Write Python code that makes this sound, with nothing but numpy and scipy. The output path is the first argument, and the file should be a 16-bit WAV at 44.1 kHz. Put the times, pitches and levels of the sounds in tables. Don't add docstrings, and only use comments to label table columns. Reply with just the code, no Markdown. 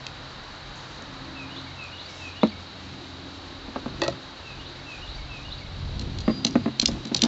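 import sys
import numpy as np
from scipy import signal
from scipy.io import wavfile
from scipy.ndimage import uniform_filter1d

SR = 44100
rng = np.random.default_rng(int(sys.argv[2]) if len(sys.argv) > 2 else 0)


def voltage_ratio(level):
    return 10 ** (np.asarray(level, float) / 20)


def generate_wav(signal):
    frames = np.transpose(np.atleast_2d(signal))
    scaled = np.clip(frames, -1, 1) * 32767
    pcm = np.round(scaled).astype(np.int16)
    wavfile.write(sys.argv[1], SR, pcm)


N = 320607
LEAD_MS = 8

# t/s, peak level/dB, rebound re first blow/dB, brightest f/Hz, wall echo/dB
TEETH = [
    (5.9945, -22.5, 0.5, 4170, -6.5),
    (6.186, -23.5, 2, 4080, -3.5),
    (6.4481, -5, -1.5, 4140, -10.5),
    (6.797, -2, 4.5, 4110, -8.5),
    (6.8573, -2.5, -2, 5050, -15),
    (6.9136, -29, 2, 4000, -9),
    (7.053, -24.5, 0.5, 4010, -6.5),
    (7.1455, -6, 3, 4400, -9),
    (7.2192, -3, -0.5, 4070, -13.5),
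    (7.2355, -6, 0.5, 3540, -22.5),
]
# t/s, peak level/dB, brightest f/Hz, wall echo/dB
TICKS = [
    (0.066, -18.5, 2580, -20),
    (0.757, -41, 6460, -2.5),
    (1.838, -43, 7340, -18),
    (1.022, -36.5, 6400, -17.5),
    (2.472, -30, 3350, -26),
    (3.998, -40, 6290, -18),
    (6.508, -30, 5660, -8),
    (7.05, -38, 5360, -23),
    (7.192, -20.5, 3580, -6),
    (7.25, -20, 3860, -28),
]
# f/Hz, level/dB
FRAME_MODES = [(1500, -17), (2300, -11), (3200, 0), (4150, 7.5), (5000, 2.5), (5900, 4), (7000, -5),
               (8200, -17)]
# t/s, peak level/dB, hardness/(dB per octave), panel f/Hz, wall echo/dB
KNOCKS = [(0.993, -32, 4, 191, -3), (2.4326, -1.5, 3.5, 227, -17), (3.681, -26.5, 3, 227, -17),
          (3.76, -14.5, 6.5, 263, -15), (3.8598, -17.5, 2.5, 252.5, -11), (5.96, -31, -7, 202, -15),
          (5.999, -31.5, -9, 207, 4), (6.279, -6, -2.4, 223.4, -6.5), (6.449, -16.5, 0, 236.5, -8.5),
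          (6.555, -4.5, -0.4, 246, -17.5), (6.6591, -12, -0.5, 244, -6), (6.793, -28, -1, 227, -21),
          (6.828, -16, -3.5, 247, -17), (6.886, -16.5, -1.5, 248, -11), (6.916, -20.5, -5, 189, -3),
          (6.95, -27.5, 2, 261, -2), (7.051, -25.5, -2, 218, -4), (7.116, -16.5, -4, 247, -14),
          (7.15, -21, 4.5, 237, -19), (7.227, -15.5, -5, 254, -19), (7.236, -9.5, -5, 247, -5.5),
          (7.248, -20, 6, 274, -9)]
# f re panel pitch/1, t60/ms, level/dB
BOX_MODES = [(0.9, 370, -18), (1.0, 105, 1.5), (1.18, 60, 1), (1.5, 67, -5), (2.2, 32.5, -1.5),
             (2.7, 31.4, -3), (3.4, 32, -7), (4.1, 11, -0.5), (5.0, 110, -32), (6.0, 65, -31.5),
             (7.2, 7.3, -32), (8.6, 9.6, -53.5), (10.5, 15, -38.5)]
# t/s, peak level/dB, rattle/ms, hardness/(dB per octave), wall echo/dB
CLANKS = [
    (4.005, -29, 3.0, -9, -18),
    (4.017, -12, 5.0, -2.5, -5.5),
    (4.048, -36, 1.96, -3, -1),
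    (4.062, -24.5, 3.3, -4, -3.5),
    (4.0793, -13, 4.3, -2, -16),
    (4.124, -28.5, 3.2, -2.5, -13),
]
# f/Hz, t60/ms, level/dB
HOOK_MODES = [(345, 81, -3), (545, 78, -1), (650, 44, 3.5), (699, 61, -4), (852, 27, -4), (1030, 30, -6),
              (1310, 31, 1), (1780, 34, -7), (1891, 80, -5.5), (2590, 23, -5), (2900, 75, -16),
              (3570, 41, -3), (3930, 40, -2.5), (4400, 30, -4), (4600, 41, -10)]
# t/s, length/s, start f/Hz, end f/Hz, rms level/dB
PHRASE = [
    (-0.004, 0.13, 2713, 2358, -45),
    (0.156, 0.036, 2757, 3047, -44),
    (0.216, 0.013, 3370, 3670, -49),
    (0.227, 0.019, 3543, 4390, -43.5),
    (0.291, 0.018, 4500, 4720, -48.5),
    (0.318, 0.034, 2504, 2120, -49.5),
]
# t/s, level/dB, extra level of the rising chirp/dB
SONG = [(1.347, -2, 7), (1.765, -0.5, 5.5), (2.197, -0.2, 5.5), (4.432, -5, 6), (4.858, -1, 5),
        (5.289, -1.9, 5.5)]
# t/s, length/s, rms level/dB
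SHRILL = [(6.24, 0.061, -48.5), (6.3, 0.1, -43), (6.38, 0.17, -52), (6.52, 0.15, -57)]
# f/Hz, width/Hz, rms level/dB, throb depth/dB
CRICKETS = [(3864, 310, -51, 0), (4300, 700, -52.5, 2)]
HUM_HZ = (88.2, 132.5, 267, 188)
# t/s, length/s, rms level/dB
HUM_LOW = [(0.0, 1.4, -59), (1.4, 0.96, -52), (2.15, 0.55, -48.5), (2.75, 0.94, -50), (3.6, 2.2, -53),
           (5.7, 0.56, -37.5), (6.3, 0.49, -59.5)]
HUM_MID = [(-0.2, 0.66, -54.5), (0.45, 1.6, -51.5), (2.0, 1.4, -56), (3.8, 0.45, -50), (4.4, 1.4, -49.5),
           (5.75, 0.52, -40.5), (6.25, 0.59, -42), (6.7, 0.8, -47)]
HUM_HIGH = [(-0.1, 0.51, -64), (0.9, 0.35, -55.5), (1.1, 0.65, -49), (2.15, 0.54, -56), (2.75, 1, -51.5),
            (3.6, 0.86, -52.5), (4.5, 0.43, -56), (5.95, 0.3, -48.5), (6.3, 0.33, -40), (6.7, 0.8, -48)]
HUM_THIRD = [(0.95, 0.81, -55.5), (2.5, 0.91, -55)]
# t/s, tyre level/dB
TYRES = [(0.0, -43.5), (1.6, -42.5), (2.4, -48), (3.1, -48.5), (4.0, -45.5), (4.9, -47.5), (5.9, -53),
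         (6.6, -57), (7.27, -54)]
# t/s, length/s, rms level/dB
RUSTLE = [(0.72, 0.32, -51), (1.5, 0.67, -58.5), (2.05, 0.28, -45), (3.28, 0.13, -53.5), (4.72, 0.32, -53),
          (6.4, 0.19, -61.5), (6.78, 0.28, -49.5), (7.1, 0.3, -47)]
# t/s, length/s, rumble level/dB, flutter re rumble/dB
GUSTS = [(-0.2, 1.65, -52, 1), (1.4, 2.2, -59, 6.5), (3.451, 0.5, -49, -4), (3.8, 0.38, -47.5, 6.5),
         (4.15, 0.8, -53.5, 1), (4.48, 0.22, -42.5, -12), (4.931, 0.46, -39.5, -14), (5.3, 0.5, -43.5, -4),
         (5.74, 0.37, -32.5, -10), (5.98, 0.39, -37, -3.2), (6.28, 0.45, -50.5, 11.5),
         (6.78, 0.28, -36.5, -5), (7.1, 0.51, -47, 7)]
# f/Hz, density level/(dB per Hz)
HISS_SPECTRUM = [(35, -33), (60, 3), (114, -13), (229, -6), (293, -1.5), (434, -8), (481, -3.5), (840, -5),
                 (2400, -12), (3340, -9), (3860, -12.5), (5050, -28), (7320, -51.5), (7780, -36),
                 (8280, -47), (10800, -87.5), (18200, -120)]


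def ratchet():
    out = np.zeros(N)
    for s, peak_db, rebound_db, bright_hz, wall_db in TEETH:
        snap = clatter(1.5, 3.4, bright_hz, 2.1, rebound_db)
        add(out, s, snap, peak_db, wall_db)
    for s, peak_db, bright_hz, wall_db in TICKS:
        add(out, s, clatter(0.4, 1.2, bright_hz, 20), peak_db, wall_db)
    return out


def box():
    out = np.zeros(N)
    ratio, t60_ms, db = np.transpose(BOX_MODES)
    wood = signal.butter(2, [750, 2200], "band", fs=SR, output="sos")
    for s, peak_db, hard_db, panel_hz, wall_db in KNOCKS:
        mode_db = db + hard_db * np.log2(ratio)
        push = chatter(0.3, 3.4, -33)
        boom = ring(push, ratio * panel_hz, t60_ms, mode_db, 0.91, 1.65 / ratio, order=0)
        crack = peak(signal.sosfilt(wood, chatter(0.21, 6.1, -18)))
        crack_db = -14 + 0.31 * hard_db
        add(out, s, boom + voltage_ratio(crack_db) * crack, peak_db, wall_db)
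    return signal.sosfilt(signal.butter(5, 180, "high", fs=SR, output="sos"), out)


def hook():
    out = np.zeros(N)
    hz, t60_ms, db = np.transpose(HOOK_MODES)
    for s, peak_db, rattle_ms, hard_db, wall_db in CLANKS:
        mode_db = db + hard_db * np.log2(hz / 1000)
        body = ring(chatter(0.072, rattle_ms, -20), hz, t60_ms, mode_db, 0.38, 300 / hz)
        crack_db = 2.5 + 0.46 * peak_db
        crack = clatter(0.25, 4.1, 4100, 7.8)
        add(out, s, body + voltage_ratio(crack_db) * crack, peak_db, wall_db)
    return signal.sosfilt(signal.butter(2, 220, "high", fs=SR, output="sos"), out)


def clatter(slide_ms, rattle_ms, bright_hz, focus_db, rebound_db=-2, count=26):
    hz = np.geomspace(1500, 8200, count) * (1 + 0.01 * rng.standard_normal(count))
    frame_hz, frame_db = np.transpose(FRAME_MODES)
    db = np.interp(np.log(hz), np.log(frame_hz), frame_db) - focus_db * np.log2(hz / bright_hz) ** 2
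    hz, db = np.append(hz, bright_hz), np.append(db, db.max() + 6.5)
    t60_ms = np.append(np.full(count, 10), 6.9)
    push = chatter(slide_ms, rattle_ms, -27)
    swings = round(1.4 * rng.uniform(0.92, 1.08) * bright_hz / 1000)
    push[LEAD_MS * SR // 1000 + round(swings * SR / bright_hz)] = voltage_ratio(rebound_db)
    frame = disperse(ring(push, hz, t60_ms, db, 0.5, 300 / hz, order=0))
    return peak(signal.sosfilt(signal.butter(3, 2630, "high", fs=SR, output="sos"), frame))


def disperse(x):
    spread_hz, width_hz = 4900, 2660
    pole = np.exp(-np.pi * width_hz / SR)
    turn = -2 * pole * np.cos(2 * np.pi * spread_hz / SR)
    return signal.sosfilt([[pole ** 2, turn, 1, 1, turn, pole ** 2]] * 3, x)


def ring(push, hz, t60_ms, db, scatter_db, build_ms, order=1):
    ms = np.arange(len(push)) * 1000 / SR
    level_spot, pitch_spot = rng.standard_normal((2, len(hz)))
    decay = voltage_ratio(-60 * ms / t60_ms[:, None]) * (1 - np.exp(-ms / build_ms[:, None]))
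    turns = (hz * (1 + 0.006 * pitch_spot))[:, None] * ms / 1000
    sign = (-1) ** (order * np.arange(len(hz)))
    gains = voltage_ratio(db + scatter_db * level_spot) * sign
    modes = gains @ (decay * np.sin(2 * np.pi * turns))
    return peak(signal.fftconvolve(push, modes)[:len(push)])


def chatter(slide_ms, rattle_ms, small_db):
    ms = np.arange(SR // 5) * 1000 / SR - LEAD_MS
    shape = np.exp(np.where(ms < 0, ms / max(slide_ms, 0.05), -ms / max(rattle_ms, 0.05)))
    grains = rng.standard_normal(len(ms)) * voltage_ratio(2 * rng.exponential(size=len(ms)))
    contacts = voltage_ratio(small_db) * shape * grains
    contacts[LEAD_MS * SR // 1000] = 1
    return contacts


def add(out, s, sound, db, wall_db):
    wall_ms, siding_ms, siding_db = 17.7, 5.25, -0.5
    u = np.arange(SR // 12) * 1000 / SR / siding_ms
    yard = rng.standard_normal(len(u)) * u * np.exp(-u)
    yard *= voltage_ratio(siding_db) / np.linalg.norm(yard)
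    yard = signal.sosfilt(signal.butter(1, 700, "high", fs=SR, output="sos"), yard)
    yard[0] = 1
    back = voltage_ratio(wall_db) * signal.fftconvolve(sound, yard)
    for start, part in ((s, sound), (s + wall_ms / 1000, back)):
        i = int((start - LEAD_MS / 1000) * SR)
        out[i:i + len(part)] += voltage_ratio(db) * part[:max(N - i, 0)]


def bird():
    out = np.zeros(N)
    for start, phrase_db, chirp_db in SONG:
        for k, (s, length, from_hz, to_hz, db) in enumerate(PHRASE):
            bend = 0.4 if k == len(PHRASE) - 1 else 1.05
            u = np.linspace(0, 1, int(length * SR))
            hz = (from_hz + (to_hz - from_hz) * u ** bend) * (1 + 0.006 * rng.standard_normal())
            note = np.sin(np.pi * u ** 0.8) ** 0.9 * np.sin(2 * np.pi * np.cumsum(hz) / SR)
            is_chirp = 3000 < from_hz < 4000
            i = int((start + s) * SR)
            out[i:i + len(u)] += voltage_ratio(db + phrase_db + chirp_db * is_chirp) * unit(note)
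    t = np.arange(SR // 4) / SR
    trees = rng.standard_normal(len(t)) * voltage_ratio(-60 * t / 0.35) * (t > 0.012)
    smeared = signal.fftconvolve(out, trees / np.linalg.norm(trees))[:N]
    return out * voltage_ratio(2 * walk(90)) + voltage_ratio(-2) * smeared


def insects():
    throb = tone(29.4 * (1 + 0.12 * walk(2)))
    chorus = sum(voltage_ratio(db + throb_db * throb) * band(hz, width) for hz, width, db, throb_db in CRICKETS)
    shrill = tone(4800 + 6 * walk(20)) * voltage_ratio(1.5 * walk(60))
    return chorus + np.sqrt(2) * swells(SHRILL, 0.012) * shrill


def hum():
    t = np.arange(N) / SR
    beat = 1 + 0.22 * np.cos(2 * np.pi * 3.3 * (t - 2.27))
    gains = beat * swells(HUM_LOW, 0.041), swells(HUM_MID, 0.1), swells(HUM_HIGH, 0.085), swells(HUM_THIRD, 0.11)
    out = np.zeros(N)
    for hz, gain in zip(HUM_HZ, gains):
        out += np.sqrt(2) * gain * voltage_ratio(1.3 * walk(6)) * tone(hz * (1 + 0.0038 * walk(3.3)))
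    return out


def traffic():
    engines = voltage_ratio(-59) + voltage_ratio(-2) * swells(HUM_HIGH, 0.22)
    tyres_db, = curve(TYRES)
    return engines * band(312.4, 84) + voltage_ratio(tyres_db - 5) * band(1296, 1000)


def leaves():
    level = np.hypot(voltage_ratio(-53), swells(RUSTLE, 0.057))
    return level * voltage_ratio(1.2 * walk(40) - 3.5) * band(4350, 3800)


def wind():
    rumble = swells([row[:3] for row in GUSTS], 0.11)
    flutter = swells([(s, length, db + over_db) for s, length, db, over_db in GUSTS], 0.044)
    out = rumble * voltage_ratio(walk(24)) * band(50, 44)
    out += flutter * voltage_ratio(0.95 * walk(25)) * band(133.3, 110)
    return out + voltage_ratio(30.5) * flutter ** 1.97 * band(290, 200)


def air():
    table_hz, table_db = np.transpose(HISS_SPECTRUM)
    hiss = np.zeros(N)
    for hz in 70 * 2 ** np.arange(0, 7.2, 0.5):
        db = np.interp(np.log(hz), np.log(table_hz), table_db)
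        hiss += voltage_ratio(db + 0.14 * walk(5.4)) * np.sqrt(hz) * band(hz, hz / 3)
    return voltage_ratio(-45.5) * unit(hiss)


def swells(table, edge_s):
    t = np.arange(N) / SR
    power = np.zeros(N)
    for s, length, db in table:
        ramp = np.clip(np.minimum(t - s, s + length - t) / edge_s, 0, 1)
        power += (voltage_ratio(db) * ramp) ** 2
    return np.sqrt(power)


def curve(table):
    s, *columns = np.transpose(table)
    return [np.interp(np.arange(N) / SR, s, c) for c in columns]


def tone(hz):
    return np.sin(2 * np.pi * np.cumsum(hz) / SR)


def band(hz, width):
    edges = [max(hz - width / 2, 10), hz + width / 2]
    sos = signal.butter(2, edges, "band", fs=SR, output="sos")
    return unit(signal.sosfilt(sos, rng.standard_normal(N)))


def walk(rate):
    k = int(SR / rate)
    steps = np.repeat(rng.standard_normal(N // k + 1), k)
    return unit(uniform_filter1d(uniform_filter1d(steps, k), k)[:N])


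def unit(x):
    return x / np.sqrt(np.mean(x ** 2))


def peak(x):
    return x / np.max(np.abs(x))


def scene():
    near = ratchet() + box() + hook()
    far = bird() + insects() + hum() + traffic()
    return (near + far + leaves() + wind() + air())[None]


def roll_off(x):
    return signal.sosfilt(signal.butter(12, 8430, fs=SR, output="sos"), x)


def record(dry):
    rounded = 1.53 * np.tanh(dry / 1.472)
    mix = signal.sosfilt(signal.cheby2(12, 60, 8763, fs=SR, output="sos"), rounded)
    return roll_off(mix)


dry = scene()
out = record(dry)
generate_wav(out)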